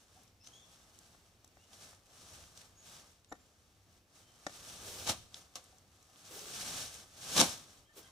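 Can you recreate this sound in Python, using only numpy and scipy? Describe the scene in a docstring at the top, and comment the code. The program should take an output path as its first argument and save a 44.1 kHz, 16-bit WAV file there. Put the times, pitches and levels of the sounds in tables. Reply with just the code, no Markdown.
"""A nylon pop-up tent is unfolded on a backyard lawn, a few metres away.
Its cloth hisses, crinkles and billows as it slides, creases tick, and springy steel hoops
knock inside their sleeves. Twice a hoop swings out and whips the cloth onto the grass.
The rim drags, the panels thud on trapped air, and at last the tent slaps down flat.
Birds call far off, over the faint rumble of the outdoor air."""
import sys
import numpy as np
from scipy import signal
from scipy.fft import rfft, irfft, next_fast_len
from scipy.io import wavfile

SR = 44100
rng = np.random.default_rng(int(sys.argv[2]) if len(sys.argv) > 2 else 0)


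def int16_out(signal):
    """Quantize to a 16-bit WAV file."""
    q = np.round(np.clip(np.atleast_2d(signal).T, -1, 1) * 32767)
    wavfile.write(sys.argv[1], SR, q.astype(np.int16))


N = 357651
TIME = np.arange(N) / SR

# Pulls and pushes that slide the cloth.
# Each row: fastest moment in seconds, relative hiss level in dB, rise in seconds, fall in seconds.
STROKES = [(0.014, -67.5, 0.047, 0.037), (0.181, -67, 0.13, 0.11), (0.489, -65.5, 0.025, 0.14),
           (0.757, -66, 0.24, 0.32), (1.024, -68.5, 0.12, 0.364), (1.684, -70.5, 0.18, 0.065),
           (1.743, -59.5, 0.029, 0.011), (1.852, -57, 0.11, 0.101), (2.163, -62.5, 0.1, 0.112),
           (2.339, -56, 0.14, 0.15), (2.589, -60.5, 0.068, 0.12), (2.924, -56.5, 0.095, 0.15),
           (3.486, -73.0, 0.25, 0.4), (3.97, -73.5, 0.15, 0.032), (4.185, -64, 0.07, 0.052),
           (4.374, -68.5, 0.23, 0.103), (4.565, -57.0, 0.14, 0.11), (4.703, -52, 0.12, 0.15),
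           (4.866, -50.5, 0.11, 0.094), (5.017, -48, 0.12, 0.15), (5.362, -57.5, 0.038, 0.094),
           (5.588, -67.0, 0.11, 0.27), (5.953, -71, 0.048, 0.18), (6.381, -55, 0.066, 0.067),
           (6.56, -50.5, 0.061, 0.37), (6.79, -43, 0.34, 0.095), (6.952, -53.5, 0.024, 0.078),
           (7.289, -53.5, 0.11, 0.044), (7.394, -36, 0.11, 0.12), (7.7, -62, 0.069, 0.12),
           (8.048, -62.5, 0.105, 0.11)]


def stroke_level_db(roundness=1.52):
    """Each pull swells and fades, overlapping the next. Roundness 1 is pointed, 2 is rounded."""
    peak_s, db, rise, fall = np.transpose(STROKES)
    t = TIME[::64, None]
    from_peak = np.maximum((peak_s - t) / rise, (t - peak_s) / fall)
    power = (gain_of(db) ** 2 * np.exp(-2 * from_peak ** roundness)).sum(axis=1)
    return np.interp(TIME, t[:, 0], 10 * np.log10(power + 1e-20))


# The tone of nylon rubbing on nylon, and of broad panels moving air.
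# Each row: frequency in Hz, relative level in dB.
RUB_TONE = [(900, -33), (1550, -7), (1900, -11), (2400, -8), (3000, -5.5), (3850, -4), (4600, -6),
            (5900, -2), (7000, -5), (9000, -7.5), (12400, -15), (15500, -20)]
BILLOW_TONE = [(60, -11), (150, 1), (270, -4), (350, -6.5), (520, -3.5), (780, -2), (1000, -8), (1220, -2),
               (1450, -10), (1650, -7.5), (2000, -8), (2600, -32.5)]


def sliding_cloth(hiss_db=0.25, buckle_db=-65, billow_db=-57, brisk_db=-49.5):
    """Cloth drags over cloth and grass: a fine hiss, separate crinkles and fluttering panels."""
    level_db = stroke_level_db()
    weave = crinkle(RUB_TONE, per_s=1400, spread_db=-0.5, share=0.22)
    weave *= wobble(depth_db=1.5, span_s=0.02)
    buckles = crinkle(RUB_TONE, per_s=90, spread_db=10.0, share=0.99)
    # Buckles and billows fade less than the hiss, so they stand out in gentle strokes.
    above_brisk_db = level_db - brisk_db
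    return (weave * gain_of(level_db + hiss_db)
            + buckles * gain_of(buckle_db + 0.75 * above_brisk_db)
            + noise(BILLOW_TONE) * gain_of(billow_db + 0.76 * above_brisk_db))


# Quick sweeps of cloth. Each row: peak moment in seconds, hiss level in dB, air whump level in dB,
# rise in seconds, fall of the hiss in seconds.
SWISHES = [(0.445, -61, -69, 0.007, .014), (0.472, -55, -67.5, 0.009, 0.0091),
           (2.616, -54.5, -77, 0.0061, 0.008), (5.075, -35.5, -43, 0.0083, 0.0088),
           (5.096, -28.5, -37, 0.012, 0.017), (5.559, -44.5, -52.5, 0.0032, 0.017),
           (7.3645, -29, -39, .0015, .011), (7.381, -24, -32.5, 0.012, .011),
           (7.397, -24, -30, 0.013, 0.027), (7.414, -26, -25.5, 0.0053, 0.0081),
           (7.98, -59, -63, 0.012, 0.024)]
# The tone of cloth whipped tight, and of the air it pushes.
# Each row: frequency in Hz, relative level in dB.
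WHIP_TONE = [(900, -21), (1550, -4), (2000, -6), (2600, -3.5), (3400, -1.5), (3950, -0.5), (4600, -4),
             (6000, -0.5), (7000, -3.5), (9500, -8), (12500, -15), (15500, -19.5)]
WHUMP_TONE = [(35, -34), (100, -8), (150, -9.5), (235, -6.5), (315, -9.5), (355, -8), (430, -15.5),
              (525, -4), (610, -9), (740, -4.5), (1020, -9.5), (1180, -6), (1450, -21), (2100, -30.5),
              (3200, -51)]


def whipping_cloth(linger=1.36):
    """Released cloth speeds up and stops short; the air that it pushes lingers a little."""
    hiss_power, air_power = np.zeros((2, N))
    t = np.arange(-SR // 8, SR // 4) / SR
    for peak_s, hiss_db, whump_db, rise, fall in SWISHES:
        before = np.maximum(-t, 0) / rise
        after = np.maximum(t, 0) / fall
        add(hiss_power, peak_s + t[0], (gain_of(hiss_db) * np.exp(-before - after)) ** 2)
        add(air_power, peak_s + t[0], (gain_of(whump_db) * np.exp(-before - after / linger)) ** 2)
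    hiss = np.sqrt(hiss_power) * crinkle(WHIP_TONE, per_s=3600, spread_db=7.0, share=0.4)
    whump = np.sqrt(air_power) * noise(WHUMP_TONE)
    return hiss + whump


# The tone of a dry tick. Each row: frequency in Hz, relative level in dB.
TICK_TONE = [(900, -27), (2000, -11.5), (3500, 7.5), (4600, 5.5), (5900, 11.5), (8500, 1), (12000, -11),
             (16000, -29)]


def tick(t60, bright_db=0):
    """A burst of noise that starts sharply and fades by 60 dB in t60 seconds."""
    t = np.arange(4096) / SR
    lowest_hz = TICK_TONE[0][0]
    tone = [(hz, db + bright_db * np.log2(hz / lowest_hz)) for hz, db in TICK_TONE]
    return 0.37 * stereo(rng.standard_normal((2, len(t))), tone) * gain_of(-60 * t / t60)


# Creases snapping and fittings ticking.
# Each row: start in seconds, relative level in dB, added brightness in dB per octave.
SNAPS = [(0.234, -52, 16), (0.278, -55, -3), (0.473, -39.5, -3), (0.989, -42, 11), (1.446, -44.5, 8),
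         (1.477, -49, 9), (1.7325, -45, -2), (2.439, -45, -11), (2.5754, -39, 4), (3.246, -49.5, -4),
         (3.325, -37.5, 4), (5.3435, -32, -7), (5.556, -29.5, 2), (5.6416, -50, 16), (5.7843, -51.5, 11),
         (6.0273, -48.5, 11), (6.159, -47.5, -12), (6.393, -37, 9), (6.942, -37, 14), (7.4008, -9, 3.5),
         (7.408, -10.5, 4), (7.4133, -5.5, 1.5)]


def snapping_creases(boost_db=3):
    """Creases flip over with a dry tick."""
    out = np.zeros((2, N))
    for start, db, bright_db in SNAPS:
        add(out, start, gain_of(db + boost_db) * tick(t60=0.013, bright_db=bright_db))
    return out


# Hoops knocking together through the cloth. Each row: start in seconds, level in dB, contact time
# in seconds, tick level in dB relative to the knock, frequency in Hz above which the ring is muffled.
KNOCKS = [(1.147, -55.5, .0015, -22, 1500), (1.444, -55, .0007, 1, 3020),
          (1.570, -49.5, 0.00047, -19, 1500), (1.930, -49.5, 0.0018, -20, 3000),
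          (3.3164, -42, 0.00072, -25, 900), (3.321, -32.5, 0.0034, -17, 1400),
          (4.466, -27, 0.00068, -3, 5000)]
# The notes a hoop rings with in its sleeve.
# Each row: frequency in Hz, relative level in dB, seconds to fade by 60 dB.
HOOP_NOTES = [(212, -20.5, 0.06), (315, -8.5, 0.046), (580, -2, 0.017), (748, 8, 0.014), (1150, 9, 0.0078),
              (1383, 0, 0.015), (1842, 3.5, 0.024), (3820, -3, 0.014)]


def knocking_hoops(lean_left_db=1.5, rattle=0.2, rattle_s=0.0047):
    """A blow rings the hoop, which chatters briefly in the sleeve that deadens it."""
    out = np.zeros((2, N))
    t = np.arange(6000) / SR
    ring = sum(gain_of(db - 60 * t / t60) * np.sin(2 * np.pi * hz * t) for hz, db, t60 in HOOP_NOTES)
    for start, db, contact_s, tick_db, muffle_hz in KNOCKS:
        chatter = rng.standard_normal((1, len(t))) * np.exp(-t / rattle_s)
        rattling = signal.fftconvolve(chatter, ring[None], axes=1)[:, :len(t)]
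        knock = ring / abs(ring).max() + rattle * rattling / abs(rattling).max()
        knock *= 1 - np.exp(-t / contact_s)
        muffled = signal.lfilter([1], [1, -np.exp(-2 * np.pi * muffle_hz / SR)], knock)
        add(out, start, gain_of(db) * muffled / abs(muffled).max())
        add(out, start, gain_of(db + tick_db) * tick(t60=0.032))
    return out * gain_of([[lean_left_db], [-lean_left_db]])


# The tent landing. Each row: middle in seconds, half length in seconds, level in dB.
SLAPS = [(7.408, .03, -34.5)]
# Its low tone. Each row: frequency in Hz, relative level in dB.
SLAP_TONE = [(80, -40), (140, -8), (175, -0.5), (215, 2), (270, -3.5), (340, -7.5), (430, -28),
             (800, -50.5)]


def landing_slap():
    """The opened tent slaps down flat on the lawn."""
    return swells(SLAPS, SLAP_TONE)


# Scrapes of the rim. Each row: middle in seconds, half length in seconds, level in dB.
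DRAGS = [(4.9, 0.05, -52), (4.99, 0.057, -53.5), (6.35, 0.036, -52), (6.43, 0.085, -56),
         (7.985, 0.018, -52)]
# Their hollow tone. Each row: frequency in Hz, relative level in dB.
DRAG_TONE = [(200, -63), (320, -6.5), (420, -2.5), (520, -5.5), (700, -15.5), (1200, -18.5)]


def dragging_rim():
    """The rim drags over the grass with a hollow scrape."""
    return swells(DRAGS, DRAG_TONE)


# Soft thuds of a panel. Each row: middle in seconds, half length in seconds, level in dB.
THUDS = [(2.42, 0.16, -66.5), (4.93, 0.18, -61.5), (5.11, 0.049, -57.5), (5.21, 0.049, -64),
         (6.74, 0.16, -61.5), (7.42, 0.082, -57)]
# Their deep tone. Each row: frequency in Hz, relative level in dB.
THUD_TONE = [(20, -1.5), (40, -4.5), (88, 10.5), (130, 0.5), (220, -23.5), (600, -58)]


def thudding_panel():
    """A flat panel traps air against the ground."""
    return swells(THUDS, THUD_TONE)


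# Calls that arch up and down.
# Each row: start in seconds, length in seconds, top pitch in Hz, level in dB.
CHIRPS = [(0.155, 0.043, 750, -61.5), (0.432, .035, 5230, -67), (0.575, .09, 3540, -69),
          (0.615, .045, 5830, -69), (2.747, .1, 6730, -62.5), (3.28, .05, 7200, -64),
          (3.385, .075, 7250, -78), (4.182, 0.21, 3110, -75), (5.718, 0.035, 750, -64),
          (6.085, 0.022, 778, -66), (7.845, .06, 3230, -75), (7.869, 0.073, 1810, -69),
          (8.017, .06, 1600, -67), (8.019, .07, 3230, -68), (8.041, 0.049, 2050, -68),
          (8.068, 0.055, 1076, -72)]
# Calls that slide upward. Each row: start in seconds, length in seconds, middle pitch in Hz,
# level in dB, level of the octave above in dB relative to the note.
WHISTLES = [(0.397, 0.052, 2670, -75, 9), (0.42, .08, 3020, -74, 10), (0.513, .095, 3314, -61, -3),
            (1.57, .11, 2870, -74, -15)]


def birds():
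    """Distant birds give arched chirps and rising whistles."""
    out = np.zeros((2, N))
    for start, length, hz, db in CHIRPS:
        chirp = bird_note(length, hz, octave_db=-22, rasp=0.52, jitter=0.015, arch=0.1)
        add(out, start, gain_of(db) * chirp)
    for start, length, hz, db, octave_db in WHISTLES:
        whistle = bird_note(length, hz, octave_db, rasp=0.41, jitter=0.018, glide_per_s=1.31)
        add(out, start, gain_of(db) * whistle)
    return out


def bird_note(length, hz, octave_db, rasp, jitter, arch=0, glide_per_s=0):
    """A whistle and its octave, roughened by flickers of pitch (jitter) and loudness (rasp)."""
    progress = np.linspace(0, 1, round(length * SR))
    flutter = np.interp(progress, np.linspace(0, 1, 70), rng.standard_normal(70))
    throb = np.interp(progress, np.linspace(0, 1, 16), rng.standard_normal(16))
    bend = 1 - arch * (2 * progress - 1) ** 2 + glide_per_s * length * (progress - 0.5)
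    phase = 2 * np.pi * np.cumsum(hz * bend * (1 + jitter * flutter)) / SR
    loudness = np.sin(np.pi * progress) * (1 + rasp * throb)
    return loudness * (np.sin(phase) + gain_of(octave_db) * np.sin(2 * phase))


# Bounces off nearby surfaces. Each row: delay in seconds, level in dB relative to the direct sound.
ECHOES = [(.0031, -29.5), (.0074, -31.5), (0.0172, -19.5), (0.0283, -20.5)]


def with_echoes(sound):
    """Nearby surfaces add quick, quiet copies of the sound."""
    out = sound.copy()
    for delay, db in ECHOES:
        add(out, delay, gain_of(db) * sound)
    return out


# How long sound hangs in the yard. Each row: frequency in Hz, seconds to fade by 60 dB.
YARD_FADE = [(150, 0.88), (1000, 0.18), (3500, 0.62), (7000, 0.44), (15000, 0.34)]


def yard_reverb(sound, build_s=0.015):
    """Fence, shed and trees scatter back a thin tail of sound."""
    hz, t, bands = signal.stft(rng.standard_normal((2, SR)), SR, nperseg=256)
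    fade = gain_of(-60 * t / look_up(YARD_FADE, hz)[:, None])
    tail = signal.istft(bands * fade * np.minimum(t / build_s, 1), SR)[1]
    return signal.fftconvolve(sound, tail / np.linalg.norm(tail[0]), axes=1)[:, :N]


# The tone of the still neighbourhood. Each row: frequency in Hz, relative level in dB.
AIR_TONE = [(12, -38), (25, -6.5), (45, -0.5), (98, 6.5), (135, -5), (280, -7.5), (700, -13.5),
            (1000, -17.5), (1250, -20), (2000, -18), (4000, -19.5), (5800, -20), (9000, -27.5),
            (15500, -27)]


def outdoor_air(level_db=-68.6):
    """A faint, low rumble whose level wanders gently."""
    return gain_of(level_db) * noise(AIR_TONE) * wobble(depth_db=1.5, span_s=0.11)


def crinkle(tone, per_s, spread_db, share):
    """Countless tiny slips of the weave, plus separate clicks that carry `share` of the power."""
    size_db = np.minimum(spread_db * rng.exponential(1, N), 11)
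    happens = rng.random(N) < per_s / SR
    clicks = unit_power(gain_of(size_db) * happens * rng.uniform(-1, 1, (2, N)))
    slips = rng.standard_normal((2, N))
    return stereo(np.sqrt(share) * clicks + np.sqrt(1 - share) * slips, tone)


def swells(rows, tone):
    """Noise that rises and falls in smooth humps."""
    power = sum(gain_of(db) ** 2 * np.exp(-((TIME - middle) / half) ** 2) for middle, half, db in rows)
    return np.sqrt(power) * noise(tone)


def noise(tone):
    """Steady stereo noise with the given tone."""
    return stereo(rng.standard_normal((2, N)), tone)


# How alike left and right are. Each row: frequency in Hz, likeness from 0 (unrelated) to 1 (the same).
LIKENESS = [(25, .2), (60, .88), (110, .99), (300, .96), (700, .8), (1300, .66), (2400, .48), (5000, .52),
            (9000, .4), (15000, .42)]


def stereo(pair, tone):
    """Gives two unrelated signals a tone and blends them, most closely in the bass."""
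    hz = np.fft.rfftfreq(4096, 1 / SR)
    alike = look_up(LIKENESS, hz)
    gains = gain_of(look_up(tone, hz)) * np.sqrt([1 + alike, 1 - alike])
    filters = np.fft.fftshift(irfft(gains), axes=1)
    mid, side = signal.oaconvolve(pair, filters, "same", axes=1)
    return unit_power(np.array([mid + side, mid - side]))


def wobble(depth_db, span_s):
    """A gain that drifts to a new random value every span_s seconds."""
    targets = rng.standard_normal(N // 32)
    return gain_of(depth_db * np.interp(TIME / span_s, np.arange(len(targets)), targets))


def gain_of(db):
    """Turns decibels into a multiplier."""
    return 10 ** (np.asarray(db) / 20)


def unit_power(sound):
    """Scales a sound to an average power of 1."""
    return sound / np.sqrt(np.mean(sound ** 2) + 1e-20)


def look_up(table, hz):
    """Reads between a table's rows, with frequency spaced by octaves."""
    row_hz, values = np.transpose(table)
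    return np.interp(np.log(hz + 1), np.log(row_hz + 1), values)


def add(mix, start_s, sound):
    """Mixes a sound in at start_s, dropping whatever runs past the end."""
    part = mix[..., max(round(start_s * SR), 0):][..., :sound.shape[-1]]
    part += sound[..., :part.shape[-1]]


def scene(tent_reverb_db=-20, bird_reverb_db=-3):
    """Tent, birds and air together; only the sharp tent sounds and the birds get the yard's tail."""
    sharp = whipping_cloth() + snapping_creases() + knocking_hoops()
    song = birds()
    tent = with_echoes(sliding_cloth() + dragging_rim() + thudding_panel() + landing_slap() + sharp)
    air = outdoor_air()
    reverb = yard_reverb(gain_of(tent_reverb_db) * sharp + gain_of(bird_reverb_db) * song)
    return tent + song + reverb + air


# Timing at the two microphone openings. Each row: frequency in Hz, radians by which left leads.
MIC_PHASE = [(20, 0), (1300, 0), (1750, -1.5), (2100, -4.9), (2700, -5.8), (4100, -6.5), (5000, -5.3),
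             (6400, -7.2), (9000, -6.1), (13000, -4.7)]
# Their balance. Each row: frequency in Hz, left level minus right level in dB.
MIC_BALANCE = [(30, -2.5), (300, 2.3), (520, -2.5), (900, 2.5), (1450, 2.5), (2350, -2.5), (3800, 3),
               (4500, -3), (5700, 6.5), (7200, -2.5), (10000, -3.5), (15000, -0.5)]


def record(dry, top_hz=15600):
    """Two unlike microphone openings colour left and right, then the highest treble is cut."""
    size = next_fast_len(N + SR)
    hz = np.fft.rfftfreq(size, 1 / SR)
    tilt = gain_of(look_up(MIC_BALANCE, hz) / 2)
    openings = np.array([tilt * np.exp(1j * look_up(MIC_PHASE, hz)), 1 / tilt])
    heard = irfft(rfft(dry, size) * openings, size)[:, :N]
    treble_cut = signal.firwin(511, top_hz, window=("kaiser", 9), fs=SR)
    return signal.oaconvolve(heard, treble_cut[None], "same")


dry = scene()
out = record(dry)
int16_out(out)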